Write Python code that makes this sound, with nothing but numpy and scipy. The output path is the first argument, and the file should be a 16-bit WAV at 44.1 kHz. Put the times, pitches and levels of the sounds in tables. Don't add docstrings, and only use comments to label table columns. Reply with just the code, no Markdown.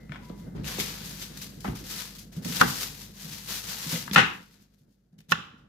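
import sys
import numpy as np
from scipy import signal
from scipy.fft import rfft, irfft, next_fast_len
from scipy.io import wavfile
from scipy.ndimage import uniform_filter1d

SR = 44100
rng = np.random.default_rng(int(sys.argv[2]) if len(sys.argv) > 2 else 0)


def gain_from_decibels(decibels):
    exponent = np.asarray(decibels, float) / 20
    return 10 ** exponent


def persist_wave(psi):
    counts = np.round(np.clip(psi, -1, 1) * 32767).astype(np.int16)
    wavfile.write(sys.argv[1], SR, np.atleast_2d(counts).T)


N = 250796

# (start [s], swell [s], fade [s], edge hiss [dB], root body share [dB])
STROKES = [(.632, .02, .03, -53, 4), (.643, 0.03, 0.51, -45, 5.5), (.785, 0.021, 0.026, -35.5, -9),
           (.8, 0.043, 0.13, -44, -6), (1.025, 0.025, 0.25, -46.5, -9), (1.185, 0.037, 0.05, -44, -2),
           (1.3, 0.055, 0.21, -60, 7.5), (1.371, 0.002, 0.068, -49, -11), (1.41, 0.0066, 0.079, -46, -9),
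           (1.604, .002, .02, -55, -8), (1.602, 0.055, 0.12, -53.5, -14), (1.748, 0.0082, 0.1, -49, 1),
           (1.84, 0.071, 0.15, -42.5, -2.5), (1.93, 0.065, 0.12, -44, 0.5),
           (2.146, 0.0067, 0.043, -54.5, -4), (2.182, 0.0033, 0.076, -52, -8),
           (2.317, 0.012, 0.1, -58, 1.5), (2.36, 0.0065, 0.051, -58.5, -1), (2.42, 0.005, 0.09, -55.5, 0),
           (2.446, .002, .035, -46, 0), (2.446, 0.13, 0.16, -37.5, -1), (2.62, 0.059, 0.3, -41, -1),
           (2.75, 0.069, 0.091, -40, -2), (2.97, 0.049, 0.066, -49.5, -4), (3.13, 0.09, 0.42, -50.5, -2.5),
           (3.29, 0.024, 0.23, -47, -2), (3.46, 0.041, 0.14, -41.5, 0), (3.5, 0.061, 0.079, -41, -5),
           (3.63, 0.074, 0.19, -40.5, 0), (3.8, 0.13, 0.12, -37.5, -0.5)]
# (start [s], swell [s], fade [s], edge hiss [dB], body share [dB])
BRUSHES = [(0, 0.0032, 0.37, -77.5, 10), (.1, 0.022, 0.11, -72, 13), (.19, 0.063, 0.16, -66.5, 4),
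           (.34, 0.053, 0.16, -67, 2), (.55, 0.014, 0.25, -75, 21), (1.51, 0.032, 0.17, -63.5, -15),
           (2.598, 0.017, 0.0052, -30, 10), (4.108, .012, 0.033, -55, -13), (4.055, 0.0081, .015, -54, 6),
           (4.122, 0.0068, 0.013, -49, -12), (4.132, 0.0019, 0.022, -33, 1.5),
           (4.143, 0.006, 0.004, -32, 4), (4.163, .004, 0.045, -48, 4), (4.195, .005, 0.031, -49, -4),
           (4.219, 0.028, 0.26, -59.5, 8.5), (4.51, 0.018, 0.039, -67, -11),
           (4.575, 0.048, 0.038, -69, -15.5), (4.69, 0.051, 0.049, -79.5, -9),
           (4.775, 0.016, 0.066, -76.5, -15.5), (4.869, 0.06, 0.042, -79, -10.5),
           (4.9, 0.075, .3, -90.5, 2), (5.12, .01, .03, -89, 6.5), (5.18, 0.007, 0.019, -66.5, -0.5),
           (5.202, 0.0021, 0.014, -64.5, -1), (5.22, .01, 0.097, -85.5, -2), (5.284, .004, 0.0095, -67, -2),
           (5.292, .002, 0.013, -56, 0), (5.3, 0.0033, 0.0057, -49, 3), (5.309, 0.008, 0.0027, -36, -5),
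           (5.319, .002, 0.0035, -33.5, 9), (5.33, 0.0091, 0.14, -69.5, -1),
           (5.565, 0.017, 0.055, -85.5, 17)]
# (frequency [Hz], density [dB per Hz])
FIBRE_SPECTRUM = [(180, -40.5), (300, -18.5), (510, -3.5), (573, -12), (759, -10.5), (825, -8.5),
                  (1210, -8), (1740, -5), (2310, -6), (4480, -2.5), (6670, -5), (8700, -11.5), (12900, -6),
                  (15800, -13.5)]
# (time [s], peak [dB], room share [dB], brightness [dB per octave], left-right [dB])
KNOCKS = [(2.612, 0, -11.5, -2, 0), (2.6198, -10, -3.5, -2.5, 6), (2.629, -14, -10.5, -8.5, -2),
          (4.159, 2.5, -3.5, 2, 3), (4.163, -18, -7, 1, 0), (4.17, -9, -6.5, -2, 4.5),
          (4.177, -3, -1, 1.5, 8), (4.181, -9.5, -7.5, 4, 0), (4.185, -3.5, -8.5, -4, 9.5),
          (4.191, -11, -2, -4, -1.5), (4.197, -11, 0.5, 2, 3), (5.3195, -2, -11, 5, -1),
          (5.323, -12, -11, -1, -1), (5.328, -22.5, -4.5, 2, 3), (5.354, -25.5, -9, -1, 0)]
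# (frequency [Hz], t60 [s], first spot [dB], second spot [dB], third spot [dB])
BOARD_MODES = [(478.6, 0.03, -14, -12.5, -15), (840, .04, -9, -12, -16), (1100, .035, -23, -11, -15),
               (1275, .025, -2.5, -9, -16), (1445, .045, 2, -1, 0.5), (1732, .017, -16, -3, -3),
               (2081, .02, -9, -6, -24), (2480, 0.0088, -17.5, -6.5, -20.5), (2797, .01, -7.5, -6.5, -4),
               (3350, .008, -6, -10, -22), (3883, .008, -11.5, -17.5, -15),
               (4680, 0.0037, -21.5, -22.5, -31.5), (5340, 0.0035, -22, -24, -15.5),
               (6240, 0.0043, -21.5, -22, -23.5)]
SPOT_ENDS_S = [3, 5]
# (frequency [Hz], lead [rad])
EAR_LEAD = [(490, -2.5), (830, -1.1), (1100, -1.7), (1300, 0.6), (1765, 0.2), (2200, 3), (2830, 0.5),
            (3500, -0.35)]
# (time [s], peak [dB], pitch [Hz], left-right [dB])
TICKS = [(0.094, -39.5, 1790, 9), (0.1196, -29.5, 1840, 9.5), (0.136, -41, 2600, 1), (0.145, -36, 1770, 10),
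         (0.158, -30, 1690, 2), (0.2983, -41, 991, 12), (0.1198, -35, 850, 6), (0.154, -38, 850, 2),
         (0.562, -47, 1900, 5), (0.568, -42, 1000, 4), (0.578, -44, 1430, 6), (0.799, -18.5, 3350, 5),
         (1.222, -32.5, 4240, 21), (1.3717, -33, 6100, 9), (1.413, -41, 3430, 11), (1.605, -40, 6070, 9),
         (1.6447, -32, 1100, -9), (2.523, -29.5, 3240, 10.5), (4.0778, -24, 1502, 5.5),
         (4.1116, -21, 3510, 5), (4.5997, -55, 1660, -3), (4.6244, -66.5, 3200, -4),
         (5.188, -49.5, 3510, -3.5), (5.205, -46, 3010, -1)]
# (time
# [s], peak [dB], pitch [Hz], left-right [dB], t60 [s])
PATS = [(0.298, -35, 400, -3, 0.1), (2.614, -21.5, 325, -1.5, 0.15), (0.59, -33, 330, 2.5, 0.04),
        (0.784, -25.5, 520, -1.5, 0.048), (1.645, -29, 430, -5, 0.055), (1.654, -33, 320, -4, 0.053),
        (1.6445, -29, 760, 5, 0.09), (1.6455, -28.5, 1400, 6, 0.11), (1.663, -32, 1600, 6, 0.064),
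        (1.676, -34, 2700, 4, 0.045), (1.695, -40, 910, 9, 0.042), (1.679, -28, 390, 0, 0.087),
        (1.66, -35, 350, -2, 0.037), (4.165, -23.5, 350, -7.5, 0.21), (2.455, -28.5, 320, -5, 0.1),
        (4.3, -38, 1330, 4, 0.0301), (3.958, -29.5, 3100, 16.5, 0.036), (4.164, -13.5, 2300, 3, .12),
        (4.18, -11.5, 2050, 4, .16), (4.235, -22.5, 2050, 4, .1), (4.19, -18.5, 3800, 4, 0.098),
        (5.321, -24.5, 3700, 0.5, 0.054), (0.549, -35, 260, -1.5, .1), (0.163, -42, 3000, 4, 0.024)]
# (time [s], peak [dB], pitch [Hz], left-right [dB])
SNAPS = [(0.295, -45, 3530, 9), (0.643, -32, 2840, 8), (1.654, -32.5, 2600, 9), (4.133, -22, 4340, 4),
         (4.149, -16.5, 2770, 4.5), (5.2918, -47, 2920, -4), (5.301, -36, 4000, -3), (5.308, -38, 1590, -4),
         (4.165, -15, 3400, 4), (4.173, -12, 2200, 1.5), (4.183, -20, 6000, 2), (4.203, -15, 2790, 2)]
# (time [s], peak [dB], pitch [Hz])
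THUDS = [(0.094, -29, 142), (0.295, -36, 179), (0.309, -54, 175), (0.465, -31.5, 169), (0.545, -28, 157),
         (0.562, -34, 140), (0.581, -25.5, 172), (0.594, -30.5, 149), (0.786, -25.5, 196),
         (1.653, -24.5, 203), (1.704, -28, 190), (1.721, -35, 119), (1.739, -35, 131), (2.248, -44, 185),
         (2.365, -22, 167), (2.452, -22.5, 172.5), (2.499, -25.5, 169), (2.608, -15.5, 177),
         (2.679, -25.5, 151), (3.247, -32.5, 163), (3.673, -35.5, 160), (3.863, -26, 161),
         (3.927, -19, 165), (3.952, -28, 163), (3.975, -31.5, 176), (4.032, -36, 170), (4.058, -35, 170),
         (4.111, -30, 191), (4.132, -27.5, 197), (4.163, -14.5, 169.7), (4.808, -48.5, 147),
         (5.129, -44.5, 167), (5.185, -40.5, 157.7), (5.288, -36.5, 165), (5.316, -22, 168.3),
         (5.529, -45, 227)]
# (time [s], peak [dB], pitch [Hz], length [s])
BUMPS = [(0.564, -31, 47, 0.07), (0.601, -26, 54.3, 0.06), (1.674, -27.5, 59, 0.054),
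         (1.758, -43, 54, 0.06), (3.948, -53, 80.5, 0.07), (3.929, -33.5, 530, .03),
         (3.954, -35, 498, 0.023), (0.1185, -33.5, 1760, 0.0079), (0.156, -39, 1740, 0.01),
         (1.645, -30.5, 822, 0.016), (1.683, -20.5, 200, .009), (1.695, -20.5, 140, 0.015),
         (1.721, -23, 151, .012), (1.738, -24, 200, .012), (4.112, -20, 189, .014), (1.828, -30, 190, .015),
         (0.301, -24, 200, .012)]
# (struck [s], frequency [Hz], level [dB], t60 [s], damped [s])
METAL = [(-.05, 1976, -61, 2.5, .5), (-.05, 2094, -61, 4.0, .56), (-.05, 1770, -62, .6, .2),
         (.2, 985, -55, 3.0, .45), (.255, 985, -53, .3, .37)]
# (frequency [Hz], level [dB])
HUM = [
    (49.8, -1.5),
    (100, -8.5),
    (150, -8),
    (201, -2),
]
# (frequency [Hz], density [dB per Hz])
RUMBLE_SPECTRUM = [(12, -35.5), (20, -23), (43, -12), (86, -8.5), (136, -1), (195, -0.5), (251, -7),
                   (301, -10.5), (387, -15), (481, -16), (715, -24.5), (1050, -34.5), (1500, -29.5),
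                   (2000, -36.5), (2500, -47.5), (6000, -59.5)]
# (time [s], level [dB])
RECORDER_GAIN = [(0, -1.5), (.7, 4), (1.2, -0.5), (2.4, -4.5), (2.7, 0), (3.0, -3.5), (3.8, -3.5),
                 (4.15, -12), (4.6, -17.5), (5.3, -23.5), (5.69, -14)]
# (time [s], level [dB])
ECHO_GAIN = [(0, 3.5), (4.2, 1), (4.35, 2.5), (4.5, -5), (5.3, -3), (5.69, 16.5)]
# (frequency [Hz], t60 [s])
ROOM_T60 = [(100, 0.47), (500, 0.4), (1500, 0.39), (4000, 0.34), (8000, 0.31), (15000, 0.16)]
# (frequency [Hz], level [dB])
ECHO_COLOUR = [(300, -1.5), (500, 0), (615, -15.5), (790, 1), (1500, -3), (2200, -1.5), (2800, 1),
               (3600, 1.5), (5000, -2)]
# (frequency [Hz], coherence [0 to 1])
LIKENESS = [(60, 0.91), (180, 1), (550, 0.029), (1650, 0.2), (4970, 0.063), (15000, 0.075)]
# (frequency [Hz], level [dB])
LEAN = [(60, -2.5), (150, 0.5), (380, -3), (950, 6), (2380, 3), (5980, 6.5), (15000, 0)]

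BITE_DB, FADE_DB, FADE_CURVE, BODY_FADE_RATIO = -12.5, -14, 1.16, 0.98
TICK_T60_S, THUD_S = 0.014, 0.029
HUM_DB, RUMBLE_DB, HISS_DB = -49, -46.5, -90
STIR_DB, STIR_T60_S = -16.5, 0.56
CUTOFF_HZ = 15800


def at_hz(points, hz):
    table_hz, values = np.transpose(points)
    return np.interp(np.log(np.maximum(hz, 1)), np.log(table_hz), values)


def rms_one(x):
    return x / np.sqrt(np.mean(x ** 2) + 1e-20)


def drift(rate):
    r = np.exp(-80 * np.pi * rate / SR)
    slow = signal.lfilter([1], [1, -2 * r, r * r], rng.standard_normal(N // 40 + 2002))
    slow = slow[2000:]
    return np.interp(np.arange(N) / 40, np.arange(len(slow)), rms_one(slow))


def stereo_colour(pair, spectrum):
    size = next_fast_len(N)
    hz = np.arange(size // 2 + 1) * SR / size
    alike = np.clip(at_hz(LIKENESS, hz), 0, 1)
    mid, side = rfft(pair, size) * gain_from_decibels(at_hz(spectrum, hz))
    sides = np.array([[1], [-1]])
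    ears = np.sqrt(1 + alike) * mid + sides * np.sqrt(1 - alike) * side
    ears = ears * gain_from_decibels(sides * at_hz(LEAN, hz) / 2)
    return irfft(ears, size)[:, :N]


def add(out, s, sound):
    at = round(s * SR)
    piece = sound[..., max(-at, 0):N - at]
    out[:, max(at, 0):max(at, 0) + piece.shape[-1]] += piece


def dying(hz, t60, t):
    return np.sin(2 * np.pi * hz * t) * gain_from_decibels(-60 * t / t60)


def background():
    t = np.arange(N) / SR
    gain = gain_from_decibels(np.interp(t, *np.transpose(RECORDER_GAIN)))
    pushes = np.zeros(N)
    for s, db, hz in THUDS:
        pushes[round(s * SR)] = gain_from_decibels(db + STIR_DB) ** 2
    stir = signal.lfilter([1], [1, -gain_from_decibels(-120 / STIR_T60_S / SR)], pushes)
    hum = sum(gain_from_decibels(db + 0.81 * drift(7.6)) * np.sin(2 * np.pi * hz * t) for hz, db in HUM)
    rumble = rms_one(stereo_colour(rng.standard_normal((2, N)), RUMBLE_SPECTRUM)) * gain_from_decibels(2 * drift(12))
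    rumble = np.sqrt((gain * gain_from_decibels(RUMBLE_DB)) ** 2 + uniform_filter1d(stir, size=400)) * rumble
    hiss = gain_from_decibels(HISS_DB + 17) * rng.standard_normal((2, N))
    return gain * (gain_from_decibels(HUM_DB) * hum + hiss) + rumble


def room(x):
    t, tail = np.arange(SR // 2) / SR, 0
    edges = 90 * 2 ** np.arange(0, 7.6, .5)
    white = rng.standard_normal((2, 2, len(t)))
    for k, (low, high) in enumerate(zip(edges, edges[1:])):
        band_pass = signal.butter(2, [low, high], "band", fs=SR, output="sos")
        mid, side = signal.sosfilt(band_pass, white[k % 2])
        alike = np.clip(at_hz(LIKENESS, low), 0, 1)
        band = np.sqrt(1 + alike) * mid + np.sqrt(1 - alike) * side * [[1], [-1]]
        tail = tail + band * gain_from_decibels(-60 * t / at_hz(ROOM_T60, np.sqrt(low * high)))
    hz = np.arange(len(t) // 2 + 1) * SR / len(t)
    tail = irfft(rfft(tail) * gain_from_decibels(at_hz(ECHO_COLOUR, hz)), len(t))
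    tail = tail * np.clip((t[-1] - t) / .1 - .1, 0, 1)
    tail = tail * np.clip(t / 0.0025, 0, 1)
    tail = rms_one(tail) / np.sqrt(len(t))
    return signal.fftconvolve(x, tail, axes=1)[:, :N]


def metal():
    out, t = np.zeros((2, N)), np.arange(SR) / SR
    for s, hz, db, t60, damped in METAL:
        line = dying(hz, t60, t) * gain_from_decibels(db + 1.5 * drift(30)[:SR]) * np.clip(t / .035, 0, 1)
        add(out, s, line * np.clip((damped - s - t) / 0.031, 0, 1) * [[1], [.6]])
    return out


def thuds():
    out, t = np.zeros((1, N)), np.arange(SR // 3) / SR
    for s, db, hz, length in [(*row, THUD_S) for row in THUDS] + BUMPS:
        u = t / max(length, .008)
        swell = np.minimum(6.7 * u, 1) * np.exp(-u ** 2)
        modes = np.sin(2 * np.pi * hz * t) + 0.38 * np.sin(2 * np.pi * 1.3 * hz * t)
        add(out, s, gain_from_decibels(db - 5.5) * swell * modes)
    return signal.sosfilt(signal.butter(4, 34, "high", fs=SR, output="sos"), out)


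def ticks():
    out, t = np.zeros((2, N)), np.arange(SR // 10) / SR
    rows = [(*row, TICK_T60_S) for row in TICKS] + PATS + [(*row, TICK_T60_S) for row in SNAPS]
    luck = rng.standard_normal((len(rows), 2, len(t)))
    for (s, db, hz, pan_db, t60), grit in zip(rows, luck):
        band = signal.butter(1, [hz / 1.87, min(hz * 1.32, 16000)], "band", fs=SR)
        burst = grit * gain_from_decibels(-60 * t / max(t60, .004)) * np.minimum(t / 0.00084, 1)
        tick = signal.lfilter(*band, signal.lfilter(*band, burst))
        pan = gain_from_decibels(np.array([[.5], [-.5]]) * pan_db)
        add(out, s, gain_from_decibels(db) * tick / np.abs(tick).max() * pan)
    return out


def knocks(contact_s, delay_s, chatter_db, chatter_s, crack, splinter_db):
    dry, wet, t = np.zeros((2, N)), np.zeros((2, N)), np.arange(SR // 12) / SR
    hz, t60, *spots_db = np.transpose(BOARD_MODES)[:, :, None]
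    lead = at_hz(EAR_LEAD, hz) / 2
    luck = rng.standard_normal((len(KNOCKS), 3, len(BOARD_MODES), 1))
    shaking = rng.standard_normal((len(KNOCKS), 2, len(t)))
    high_pass = signal.butter(2, 420, "high", fs=SR)
    notch = signal.iirnotch(620, 6.5, fs=SR)
    splinter_band = signal.butter(2, [2100, 6500], "band", fs=SR)
    ring = gain_from_decibels(-60 * t / np.clip(t60, .003, 26 / hz))
    fade = ring + crack * gain_from_decibels(-60 * t / .004)
    for (s, db, room_db, tilt_db, pan_db), (detune, left, right), chatter in zip(KNOCKS, luck, shaking):
        mode_db = spots_db[np.searchsorted(SPOT_ENDS_S, s)] + tilt_db * np.log2(hz / 1400)
        rise = (1 - np.exp(-t / contact_s)) * fade * gain_from_decibels(mode_db)
        turns = 2 * np.pi * hz * (1 + 0.012 * detune) * t
        lean = gain_from_decibels(pan_db / 2)
        at_left = (lean * rise * np.sin(turns + lead + .35 * left)).sum(0)
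        at_right = (rise / lean * np.sin(turns - lead + .35 * right)).sum(0)
        blow = np.array([at_left, at_right])
        rattle = signal.fftconvolve(blow, chatter * gain_from_decibels(-60 * t / chatter_s), axes=1)[:, :len(t)]
        blow = blow + gain_from_decibels(chatter_db) * rattle
        blow = signal.lfilter(*notch, signal.lfilter(*high_pass, blow))
        blow = -gain_from_decibels(db + 0.32) * blow / np.abs(blow).max()
        splinters = signal.lfilter(*splinter_band, chatter[::-1] * gain_from_decibels(-60 * t / 0.018))
        blow = blow + gain_from_decibels(db + splinter_db) * splinters * [[lean], [1 / lean]]
        add(dry, s + delay_s, blow)
        add(wet, s + delay_s, gain_from_decibels(room_db + 3) * blow * np.exp(-t / .0017))
    return dry, wet


def stroke_levels(rows):
    t = np.arange(0, N, 16) / SR
    power = np.zeros((2, len(t)))
    for s, swell, fade, db, body_db in rows:
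        swell = max(swell, .001)
        past = (t - s - swell) / (max(fade, .002) * np.array([[1], [BODY_FADE_RATIO]]))
        bite_db = BITE_DB * np.clip(1 - (t - s) / swell, 0, 1)
        shape_db = bite_db + FADE_DB * np.clip(past, 0, 9) ** FADE_CURVE
        power += (t >= s) * gain_from_decibels(db + shape_db + np.array([[0], [body_db]])) ** 2
    return np.repeat(np.sqrt(power), 16, axis=1)[:, :N]


def sawing(grains_per_s, spread_db, split_hz):
    edge, body = stroke_levels(STROKES + BRUSHES)
    sizes = gain_from_decibels(spread_db * np.minimum(rng.exponential(1, N), 4))
    sizes = sizes * (rng.random(N) < grains_per_s / SR)
    clicks = (sizes + .5) * rng.standard_normal((2, N)) * gain_from_decibels(drift(28))
    torn = stereo_colour(clicks, FIBRE_SPECTRUM)
    top_band = signal.butter(4, [7000, 15000], "band", fs=SR, output="sos")
    top = signal.sosfilt(top_band, torn.mean(0))
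    torn = torn / np.sqrt(np.mean(top ** 2))
    low = signal.sosfiltfilt(signal.butter(1, split_hz, fs=SR, output="sos"), torn)
    return uniform_filter1d(body, size=60) * low + uniform_filter1d(edge, size=60) * (torn - low)


def scene():
    blows, blows_wet = knocks(contact_s=0.00058, delay_s=0.00084, chatter_db=-20, chatter_s=0.036,
                              crack=0.63, splinter_db=-21.5)
    small, low = ticks(), thuds()
    saw = sawing(grains_per_s=3000, spread_db=2.5, split_hz=2600)
    wet = room(blows_wet + gain_from_decibels(-8) * small + gain_from_decibels(-20) * low + gain_from_decibels(-16) * saw)
    wet = wet * gain_from_decibels(np.interp(np.arange(N) / SR, *np.transpose(ECHO_GAIN)))
    return blows + small + low + saw + wet + background() + metal()


def roll_off(x):
    return signal.sosfilt(signal.butter(12, 15850, fs=SR, output="sos"), x)


def record(dry):
    rounded = 1.05 * np.tanh(dry / 1.05)
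    mix = signal.sosfilt(signal.cheby2(12, 70, CUTOFF_HZ + 900, fs=SR, output="sos"), rounded)
    mix = signal.sosfilt(signal.butter(2, 24, "high", fs=SR, output="sos"), mix)
    return roll_off(mix)


dry = scene()
out = record(dry)
persist_wave(out)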